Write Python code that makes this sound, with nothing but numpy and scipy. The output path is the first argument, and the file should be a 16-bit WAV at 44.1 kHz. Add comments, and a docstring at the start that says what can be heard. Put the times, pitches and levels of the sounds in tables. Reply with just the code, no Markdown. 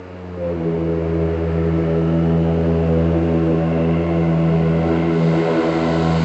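"""A narrow street at night, one microphone; a pickup carrying a pulse-jet fogger is some way off.
In the first half second it clears a corner, and the jet settles from 90 to about 82 firings a second.
As it creeps closer, house fronts reflect the drone, so each overtone swells and fades, and every firing
drives a puff of turbulent gas out of the pipe. Near 4.7 s the pickup's engine revs once and eases off.
By the end the vehicle is close to the microphone and the nozzle's hiss has opened up."""
import sys
import numpy as np
from scipy import signal
from scipy.fft import rfft, irfft, next_fast_len
from scipy.io import wavfile
from scipy.ndimage import uniform_filter1d

SR = 44100
rng = np.random.default_rng(int(sys.argv[2]) if len(sys.argv) > 2 else 0)


def log_audio(samples):
    """Write samples as a 16-bit WAV file to the path given in sys.argv[1]."""
    # one column per channel
    frames = np.atleast_2d(samples).T
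    # limit to full scale, then quantise
    limited = np.clip(frames, -1, 1)
    pcm = np.round(limited * 32767).astype(np.int16)
    wavfile.write(sys.argv[1], SR, pcm)


N = 275184
TIME = np.arange(N) / SR

# the jet's firing rate: time_s, rate_hz
FIRING_RATE = [(0.02, 90.15), (0.24, 90.73), (0.51, 85.7), (0.62, 82.6), (2.07, 82.1), (2.08, 82.96),
               (2.53, 82.4), (2.58, 83.3), (2.9, 81.87), (3.25, 83.2), (3.33, 82.11), (3.79, 81.91),
               (4.08, 84.4), (4.29, 82.3), (4.61, 81.83), (5.07, 82.95), (5.21, 82.03), (6.15, 82.03)]
# how close the vehicle sounds, 0 far to 1 at the microphone: time_s, nearness
NEARNESS = [(0, 0), (2.6, 0.17), (3.9, 0.4), (5.0, 0.86), (6.24, 0.99)]
# the three deepest harmonics at the microphone: time_s, level_db
FIRST_HARMONIC = [(0.02, -40.5), (0.55, -30), (0.71, -41.5), (0.79, -31), (1.24, -24.5), (1.76, -24.5),
                  (1.86, -29.5), (3.05, -22), (3.64, -31), (3.98, -27), (4.41, -32), (4.88, -27),
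                  (5.09, -32), (5.16, -40), (5.36, -36), (5.47, -47), (6.04, -27.5), (6.21, -27)]
SECOND_HARMONIC = [(0.02, -44.5), (0.66, -23), (0.98, -25.5), (1.24, -22.5), (1.36, -31), (1.54, -21),
                   (2.17, -18), (3.12, -20), (4.04, -19), (4.09, -22), (4.3, -17), (4.71, -16), (4.88, -24),
                   (5.26, -16.5), (5.57, -26.5), (5.61, -39), (5.66, -26.5), (6.21, -16.5)]
THIRD_HARMONIC = [(0.04, -37), (0.18, -42.5), (0.76, -32.5), (1.16, -49), (1.33, -30.5), (1.5, -50),
                  (1.55, -35.5), (2.4, -26.5), (4.03, -27), (4.1, -40), (4.14, -34), (5.12, -24.5),
                  (5.41, -31.5), (5.46, -47), (5.51, -28), (6.22, -25)]
# middle and upper overtones: multiple of the firing rate, relative_db
BLARE_HARMONICS = {4: 0.85, 5: -2.5, 6: -0.1}
BUZZ_HARMONICS = {7: 0, 8: -1.3, 9: -2.7}
# reflections that briefly lift or cancel the blare: centre_s, focus_hz, lift_db, half_length_s
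REFLECTION_SWELLS = [(0.098, 470, 1, 0.22), (.47, 522, 2.5, 0.07), (0.582, 329.7, -5, 0.037),
                     (.72, 420, 2, 0.043), (.92, 400, 3, 0.053), (1.19, 393, 2, 0.078),
                     (1.517, 445, -2, 0.074), (1.61, 400, 1.5, 0.033), (1.82, 329, 4.5, 0.035),
                     (1.96, 413, 3.5, 0.046), (2.72, 405, 1.5, 0.11), (2.96, 470, 2.5, 0.07),
                     (3.17, 338, 4, 0.066), (3.33, 382, 2.5, 0.049), (3.5, 372.1, 5.5, 0.085),
                     (3.68, 370, -3.5, .08), (3.86, 416.5, 0.5, .05), (4.17, 374, 1, .09),
                     (4.36, 357, -3.5, 0.058), (4.92, 370, 4, 0.043), (5.1, 342, 4, 0.042),
                     (5.396, 335.6, 4, 0.056), (5.488, 466.4, 2.5, 0.049), (5.598, 369.3, 6.5, .04),
                     (5.749, 360, 2.5, 0.095), (5.95, 386.8, 1, .04), (6.207, 469, -8, 0.082)]
# the upper overtones, which carry less far, before their trim: time_s, level_db
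BUZZ_LEVEL = [(0.04, -48.5), (0.71, -35.5), (0.88, -36.5), (1.18, -31), (1.71, -38.5), (1.8, -28.5),
              (3.51, -27.5), (3.73, -22.5), (3.99, -32), (4.16, -22), (4.28, -30), (4.4, -24.5),
              (4.71, -31.5), (4.74, -24.5), (5.29, -31.5), (5.44, -23.5), (6.16, -24.5), (6.18, -35.5)]
# rasp and hiss growing up the street, before their trims: time_s, rasp_db, hiss_db
APPROACH_LEVELS = [(0.04, -44.5, -61.5), (0.3, -45, -61.5), (0.49, -40.5, -59.5), (1.77, -36.5, -56),
                   (3.54, -36, -54.5), (3.81, -34.5, -55), (4.72, -34.5, -53), (4.93, -31.5, -50.5),
                   (5.07, -32, -51.5), (5.24, -33, -45.5), (5.51, -28.5, -45), (6.2, -29.5, -40)]
# spectra of the burning, and of pipe and nozzle from afar and close by: frequency_hz, relative_db
ROAR_SPECTRUM = [(20, -25), (50, -20.5), (100, -8), (200, -8), (290, -1.5), (360, -1), (450, -1.5),
                 (600, -1.5), (720, -2), (820, -16), (1100, -43.5)]
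RASP_FAR = [(720, -23.5), (820, 1), (1050, -4), (1250, -2), (1550, -5.5), (2000, -6.5), (2450, -10),
            (2850, -10.5), (3350, -31), (4000, -41.5)]
RASP_NEAR = [(720, -21), (820, 0), (1020, -0.5), (1220, -9), (1450, -7), (1720, -9.5), (2100, -10),
             (2450, -11), (2850, -11), (3350, -15.5), (4000, -37)]
HISS_FAR = [(1820, -21.5), (3100, -6), (3380, -6.5), (4680, -10), (5530, -15.5), (7700, -20), (10000, -68),
            (16900, -120)]
HISS_NEAR = [(1820, -28), (3100, -0.5), (3360, -10.5), (3600, 0), (4620, -3.5), (5150, -9), (5600, -19.5),
             (6270, -13.5), (7700, -13.5), (10000, -45.5), (16900, -120)]
# pipe and street resonances that stand out in turn: centre_hz, half_width_hz, lift_db, peak_s, half_length_s
RESONANCES = [(797, 46, 7.5, 2.55, 0.55), (1030, 100, 4.5, 0.6, 0.63), (1070, 55, 8.5, 3.83, 0.93),
              (1060, 74, 6, 5.6, 1.5), (1332, 45, 9, 2.05, 0.55), (1580, 130, 3.5, 3.3, .45),
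              (1340, 40, 11.5, 5.84, 2.2), (1478, 64, 8.5, 5.4, 1.6), (1774, 87, 5, 1.6, 0.81),
              (2071, 160, 10, 5.18, 1.3), (2130.5, 110, 7, 4.0, 0.36), (2210, 120, 3.5, 1.1, 1.1),
              (2720, 210, 7, 4.11, 1.3), (2974, 130, 8.5, 2.3, .5)]
# echoes off the house fronts: delay_s, gain_db
HOUSE_ECHOES = [(0.017, -10), (0.042, -6.5), (.071, -10.5), (0.117, -7.5)]


def jet_boom(phase):
    """The pipe's deep, clean harmonics; the lowest two form standing waves between the houses."""
    first = from_db(in_time(FIRST_HARMONIC)[0]) * overtone(phase, 1, scattered=0.0081, flutter_hz=3.3)
    second = from_db(in_time(SECOND_HARMONIC)[0]) * overtone(phase, 2, scattered=0.036, flutter_hz=5.7)
    third = from_db(in_time(THIRD_HARMONIC)[0]) * overtone(phase, 3, scattered=0.23, flutter_hz=4.7)
    return first + second + third


def jet_blare(phase, firing_hz, focus_db=11, focus_width_hz=68):
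    """The middle overtones take turns in front as shifting reflections reinforce a wandering pitch."""
    level_db = past_corner_db(open_db=-23, rasp_share=0.094, screened_db=16.2)
    focus_hz = 390.5 + 33 * scatter(rate_hz=4.3).real
    for centre_s, swell_hz, lift_db, half_length_s in REFLECTION_SWELLS:
        swell = bell(TIME, centre_s, half_length_s)
        level_db = level_db + lift_db * swell
        focus_hz = focus_hz + (swell_hz - focus_hz) * np.sqrt(swell)
    tone = 0
    for order, db in BLARE_HARMONICS.items():
        reinforced_db = focus_db * bell(order * firing_hz, focus_hz, focus_width_hz)
        tone += from_db(db + reinforced_db) * overtone(phase, order, scattered=0.29, flutter_hz=7.9)
    return from_db(level_db) * steady_power(tone, window_s=0.091)


def jet_buzz(phase, near, far_step_db=-4, trim_db=-2.05):
    """The upper overtones flutter more deeply; from down the street the lowest carries best."""
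    tone = 0
    for step, (order, db) in enumerate(BUZZ_HARMONICS.items()):
        dulled_db = far_step_db * (1 - near) * step
        tone += from_db(db + dulled_db) * overtone(phase, order, scattered=0.55, flutter_hz=6.6)
    return from_db(in_time(BUZZ_LEVEL)[0] + trim_db) * steady_power(tone, window_s=0.25)


def combustion_roar(phase, near, far_cutoff_hz=540):
    """Unsteady burning fills the gaps between the overtones; it is duller at a distance."""
    close = gas_puffs(phase, ROAR_SPECTRUM, depth=1.0)
    lowpass = signal.butter(2, far_cutoff_hz, fs=SR, output="sos")
    far = unit_rms(signal.sosfilt(lowpass, gas_puffs(phase, ROAR_SPECTRUM, depth=0.94)))
    level_db = past_corner_db(open_db=-30, rasp_share=0.48, screened_db=7.1)
    return from_db(level_db) * crossfade(far, close, near)


def pipe_rasp(phase, near, tone_db=-4.0, blur_hz=1900):
    """High overtones, ever more blurred by uneven firing, sink into puffs of exhaust noise."""
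    tone, power = 0, 0
    usual_firing_hz = np.median(np.array(FIRING_RATE)[:, 1])
    for order in range(10, 21):
        hz = order * usual_firing_hz
        gain = (1 - near) * gain_at(RASP_FAR, hz) + near * gain_at(RASP_NEAR, hz)
        gain /= 1 + (hz / blur_hz) ** 2
        tone += gain * overtone(phase, order, scattered=0.8, flutter_hz=0.71 * order)
        power += gain ** 2
    far = gas_puffs(phase, RASP_FAR, depth=0.29)
    close = gas_puffs(phase, RASP_NEAR, depth=0.77)
    noise = house_echoes(crossfade(far, close, near))
    return resonate(from_db(tone_db) * tone / np.sqrt(power) + noise)


def nozzle_hiss(phase, near):
    """Fog sprays from the nozzle; its top reaches the microphone only at close range."""
    far = gas_puffs(phase, HISS_FAR, depth=0.086)
    close = gas_puffs(phase, HISS_NEAR, depth=0.21)
    return house_echoes(crossfade(far, close, near ** 4))


def pickup_engine(idle_hz=179, top_hz=207, idle_db=-53.5, rev_db=-32.5):
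    """The pickup's exhaust note and its octave hum under the jet, higher and louder with the throttle."""
    peak_s, rise_s, fall_s = 4.72, 0.27, 0.26
    easing_off = np.exp(-np.abs(TIME - peak_s) / fall_s)
    throttle = np.where(TIME < peak_s, bell(TIME, peak_s, rise_s), easing_off)
    phase = 2 * np.pi * np.cumsum(idle_hz + (top_hz - idle_hz) * throttle) / SR
    note = overtone(phase, 1, scattered=0.33, flutter_hz=13.0)
    octave = from_db(-9) * overtone(phase, 2, scattered=0.19, flutter_hz=5.3)
    return (from_db(idle_db) + from_db(rev_db) * np.sqrt(throttle)) * (note + octave)


def past_corner_db(open_db, rasp_share, screened_db, clear_s=0.37, spread_s=0.07):
    """A level screened at first by the corner, then following a share of the rasp's rise."""
    rasp_db = in_time(APPROACH_LEVELS)[0]
    hidden = 0.5 - 0.5 * np.tanh((TIME - clear_s) / spread_s)
    return open_db + rasp_share * (rasp_db - rasp_db.mean()) - screened_db * hidden


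def resonate(x):
    """Resonances of pipe and street come and go in a sound while its power holds steady."""
    hz, frame_s, frames = signal.stft(x, SR, nperseg=2048)
    lift_db = 0
    for centre_hz, half_width_hz, db, peak_s, half_length_s in RESONANCES:
        lift_db += db * bell(hz[:, None], centre_hz, half_width_hz) * bell(frame_s, peak_s, half_length_s)
    ringing = signal.istft(frames * from_db(lift_db), SR)[1][:N]
    return steady_power(ringing, window_s=0.25)


def house_echoes(x):
    """The house fronts send delayed copies to the microphone; rms 1."""
    echoes = sum(from_db(db) * np.interp(TIME - delay_s, TIME, x, left=0) for delay_s, db in HOUSE_ECHOES)
    return unit_rms(x + echoes)


def overtone(phase, order, scattered, flutter_hz, wander_rad=0.58):
    """One harmonic: a direct path drifting in phase as the vehicle moves, plus a scattered share."""
    angle = order * phase + rng.uniform(0, 2 * np.pi) + wander_rad * scatter(rate_hz=0.48).real
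    paths = np.sqrt(1 - scattered) + np.sqrt(scattered) * scatter(flutter_hz)
    return np.sqrt(2) * (paths.real * np.cos(angle) - paths.imag * np.sin(angle))


def scatter(rate_hz):
    """Many shifting sound paths add up to a slow complex gain of power 1."""
    step, run_in = 40, 2000   # samples per point, points to settle
    white = rng.standard_normal((2, N // step + run_in + 2))
    lowpass = signal.butter(2, rate_hz, fs=SR / step, output="sos")
    real, imag = signal.sosfilt(lowpass, white)[:, run_in:]
    return np.interp(np.arange(N) / step, np.arange(len(real)), unit_rms(real + 1j * imag))


def gas_puffs(phase, spectrum, depth):
    """Turbulence that surges with each firing, shaped to a spectrum; rms 1."""
    puffs = rng.standard_normal(N) * np.exp(depth * np.cos(phase))
    size = next_fast_len(N)
    hz = np.arange(size // 2 + 1) * SR / size
    return unit_rms(irfft(rfft(puffs, size) * gain_at(spectrum, hz), size)[:N])


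def gain_at(spectrum, hz):
    """Gain of a spectrum at given frequencies, falling steeply beyond its ends."""
    points_hz, db = np.transpose(spectrum)
    hz = np.maximum(hz, 1)
    skirts = np.minimum(1, np.minimum(hz / points_hz[0], points_hz[-1] / hz)) ** 4
    return from_db(np.interp(np.log(hz), np.log(points_hz), db)) * skirts


def crossfade(far, close, near):
    """Pass from the distant sound to the close one at constant power."""
    return np.sqrt(1 - near) * far + np.sqrt(near) * close


def steady_power(x, window_s):
    """Hold the power near 1 over a sliding window."""
    power = np.abs(uniform_filter1d(x * x, int(window_s * SR)))
    return x / np.sqrt(power + 1e-9)


def bell(x, centre, half_width):
    """A smooth rise and fall, 1 at the centre."""
    return np.exp(-((x - centre) / half_width) ** 2)


def in_time(rows):
    """Each column after time_s, at every sample."""
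    time_s, *columns = np.transpose(rows)
    return [np.interp(TIME, time_s, column) for column in columns]


def from_db(db):
    """Decibels to gain."""
    return 10 ** (np.asarray(db) / 20)


def unit_rms(x):
    """Scale to unit power."""
    return x / np.sqrt(np.mean(np.abs(x) ** 2) + 1e-20)


def scene(rasp_trim_db=0.3, hiss_trim_db=2.16):
    """From one spot in the street: the fogger's layers on one firing cycle, the engine underneath."""
    firing_hz = in_time(FIRING_RATE)[0]
    rasp_db, hiss_db = in_time(APPROACH_LEVELS)
    near = in_time(NEARNESS)[0]
    phase = 2 * np.pi * np.cumsum(firing_hz) / SR
    drone = jet_boom(phase) + jet_blare(phase, firing_hz) + jet_buzz(phase, near)
    roar = combustion_roar(phase, near)
    rasp = from_db(rasp_db + rasp_trim_db) * pipe_rasp(phase, near)
    hiss = from_db(hiss_db + hiss_trim_db) * nozzle_hiss(phase, near)
    return (drone + roar + rasp + hiss + pickup_engine())[None]


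def record(dry, ceiling=0.8, cutoff_hz=7900):
    """At the microphone, peaks are slightly rounded and the top is cut."""
    rounded = ceiling * np.tanh(dry / ceiling)
    return signal.sosfilt(signal.ellip(12, 0.1, 80, cutoff_hz, fs=SR, output="sos"), rounded)


dry = scene()
out = record(dry)
log_audio(out)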